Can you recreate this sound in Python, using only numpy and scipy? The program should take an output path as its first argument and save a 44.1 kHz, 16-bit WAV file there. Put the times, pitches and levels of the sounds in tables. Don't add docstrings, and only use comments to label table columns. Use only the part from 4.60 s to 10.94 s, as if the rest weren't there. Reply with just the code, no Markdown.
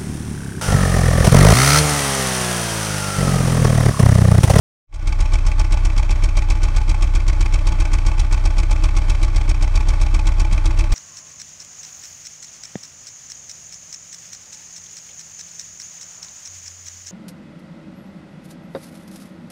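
import sys
import numpy as np
from scipy.fft import rfft, irfft, next_fast_len
from scipy.io import wavfile
from scipy.ndimage import map_coordinates

SR = 44100
rng = np.random.default_rng(int(sys.argv[2]) if len(sys.argv) > 2 else 0)


def log_audio(samples):
    frames = np.atleast_2d(samples).T
    limited = np.clip(frames, -1, 1)
    pcm = np.round(limited * 32767).astype(np.int16)
    wavfile.write(sys.argv[1], SR, pcm)


N = 279594

# push_size, suck_back_size, valve_hiss_db, piston_hiss_db
CYLINDERS = [(1.08, 0.058, 2.5, -8), (1.15, 0.093, -11.5, -16), (1.25, 1.61, -2, 1), (0.88, 0.34, 0.5, -26)]


def throb(cycle):
    # pitch_hz, width_hz, level_db
    muffler_notes = [(52.9, 18.4, 13.35), (51.9, 28.5, 12.78), (84.4, 36.9, -2.4), (156, 10, -20)]
    pressure = np.zeros(N)
    for k, (push, suck, _, _) in enumerate(CYLINDERS):
        opens = k / len(CYLINDERS)
        pressure += push * stroke(cycle, opens, width=0.018, scatter_db=0.35)
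        pressure -= suck * stroke(cycle, opens + 0.106, width=0.011, scatter_db=0.3)

    def muffler(hz):
        return sum((-1) ** k * amp(db) * resonance(hz, pitch, width)
                   for k, (pitch, width, db) in enumerate(muffler_notes))
    return filtered(pressure, muffler)


def puffs(cycle):
    # pitch_hz, level_db
    puff_tone = [(60, 12.5), (180, -1), (300, -0.5), (500, -9.5), (850, 0), (1700, -9), (2400, -2),
                 (3600, -12.5), (6000, -9), (8500, -16), (11000, -30.5), (16000, -53)]
    power = np.zeros(N)
    for k, (_, _, valve_db, piston_db) in enumerate(CYLINDERS):
        opens = k / len(CYLINDERS)
        valve = amp(valve_db) * stroke(cycle, opens + 0.042, width=0.028, scatter_db=-2.5, lean=0.48)
        piston = amp(piston_db) * stroke(cycle, opens + 0.2, width=0.041, scatter_db=1.5, lean=0.26)
        power += valve ** 2 + piston ** 2
    flutter = amp(0.54 * wobble(400))
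    return amp(-31.5) * gas_noise(np.sqrt(power) * flutter, puff_tone)


def chuff(cycle):
    # pitch_hz, level_db
    leak_tone = [(100, -21), (400, -4), (1000, -1), (1800, -6.5), (3500, -2), (5500, 1), (8300, -2),
                 (11000, -17.5), (13000, -28.5), (16000, -34)]
    jet = stroke(cycle, at=0.6655, width=0.033, scatter_db=0.5, lean=0.25)
    spit = amp(-11.5) * stroke(cycle, at=0.783, width=0.024, scatter_db=3.0, lean=0.39)
    flutter = amp(0.58 * wobble(500))
    return amp(-28) * gas_noise((jet + spit) * flutter, leak_tone)


def pipe_note(cycle):
    # peak_s, level_db
    sings = [(6.085, -34), (6.22, -36.5)]
    snap = stroke(cycle, at=0.585, width=0.003, scatter_db=2.5)
    knock = amp(-14.5) * filtered(snap, lambda hz: resonance(hz, pitch_hz=324, width_hz=75) ** 2)
    hum = filtered(rng.standard_normal(N), lambda hz: resonance(hz, pitch_hz=326.3, width_hz=16.4) ** 2)
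    swell_db = 4.5 * np.cos(2 * np.pi * (cycle - 0.81))
    singing = sum(amp(db) * bump(peak_s, rise_s=0.024, fall_s=0.024) for peak_s, db in sings)
    return knock + (amp(-53 + swell_db) + singing) * hum / hum.std()


def flow(cycle):
    # pitch_hz, level_db
    rush_tone = [(20, -29.5), (60, 12.5), (130, 10), (200, 0.5), (280, -4), (450, -10), (1000, -8.5),
                 (1700, -11.5), (2500, -17.5), (4000, -19), (8000, -23), (10500, -31), (13000, -43),
                 (16000, -42)]
    drift_db = 0.4 * wobble(3)
    swell_db = np.cos(2 * np.pi * (cycle - 0.82))
    flutter_db = 1.47 * wobble(90)
    return amp(-35.5) * gas_noise(amp(drift_db + swell_db + flutter_db), rush_tone)


def burbles():
    # peak_s, level_db
    bubbles = [(3.122, -18.5), (5.935, -29)]
    # pitch_hz, level_db
    dull_tone = [(60, -6), (120, 2), (200, 4.5), (300, -19), (800, -39), (4000, -60)]
    swell = sum(amp(db) * bump(peak_s, rise_s=0.014, fall_s=0.014) for peak_s, db in bubbles)
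    return amp(-7.5) * gas_noise(swell, dull_tone)


def crank():
    # peak_s, extra_rpm
    surges = [(1.274, 34.3), (2.671, 29.8), (4.129, 34.8), (5.699, 35.7)]
    idle_rpm, start_cycle = 906.93, 0.0618
    rpm = idle_rpm + sum(extra * bump(peak_s, rise_s=0.38, fall_s=0.1946) for peak_s, extra in surges)
    return start_cycle + np.cumsum(rpm) / (2 * 60 * SR)


def stroke(cycle, at, width, scatter_db, lean=0):
    position = cycle - at + 2.5
    sizes = amp(scatter_db * rng.standard_normal(size=64))
    from_peak = position % 1 - 0.5
    side_width = width * (1 + lean * np.sign(from_peak))
    return sizes[position.astype(int)] * np.exp(-0.5 * (from_peak / side_width) ** 2)


def gas_noise(strength, tone):
    # pitch_hz, width_hz, boost_db
    pipe_peaks = [(322.5, 77, 12), (603, 114, 9.5), (855, 67, 13), (1118, 120, 7), (1197, 170, 4),
                  (1484, 71, 8.5), (2298, 500, 9.5), (2617, 70, 7), (2845, 230, -10), (3136, 590, 6.5),
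                  (3920, 60, 7), (4554, 115, 6), (5535, 270, 6), (6440, 170, 4)]
    pitches_hz, levels_db = np.transpose(tone)

    def colour(hz):
        gas_db = np.interp(np.log(hz + 1), np.log(pitches_hz), levels_db)
        pipe_db = sum(db / (1 + (2 * (hz - pitch) / width) ** 2) for pitch, width, db in pipe_peaks)
        gain = amp(gas_db + pipe_db)
        return causal(gain / np.sqrt(np.mean(gain ** 2)))
    return filtered(strength * rng.standard_normal(N), colour)


def resonance(hz, pitch_hz, width_hz):
    return 1j * hz * width_hz / (pitch_hz ** 2 - hz ** 2 + 1j * hz * width_hz)


def filtered(x, response):
    size = 2 * next_fast_len((N + SR) // 2)
    hz = np.fft.rfftfreq(size, 1 / SR)
    return irfft(rfft(x, size) * response(hz), size)[:N]


def causal(gain):
    cepstrum = irfft(np.log(gain + 1e-7))
    half = len(cepstrum) // 2
    cepstrum[1:half] *= 2
    cepstrum[half + 1:] = 0
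    return np.exp(rfft(cepstrum))


def bump(peak_s, rise_s, fall_s):
    since = np.arange(N) / SR - peak_s
    return np.exp(-0.5 * (since / np.where(since < 0, rise_s, fall_s)) ** 2)


def wobble(rate):
    points = rng.standard_normal(int(N * rate / SR) + 4)
    return map_coordinates(points, [np.arange(N) * rate / SR])


def amp(db):
    return 10 ** (np.asarray(db) / 20)


def scene():
    cycle = crank()
    return (throb(cycle) + puffs(cycle) + chuff(cycle) + pipe_note(cycle) + flow(cycle) + burbles())[None]


def record(dry):
    silence_s, fade_s, gain_db, top_hz = 0.27, 0.18, 0.55, 15750
    since = np.maximum(np.arange(N) / SR - silence_s, 0)
    fade = 1 - np.exp(-(since / fade_s) ** 2)
    return filtered(dry[0] * amp(gain_db) * fade, lambda hz: hz < top_hz)[None]


dry = scene()
out = record(dry)
log_audio(out)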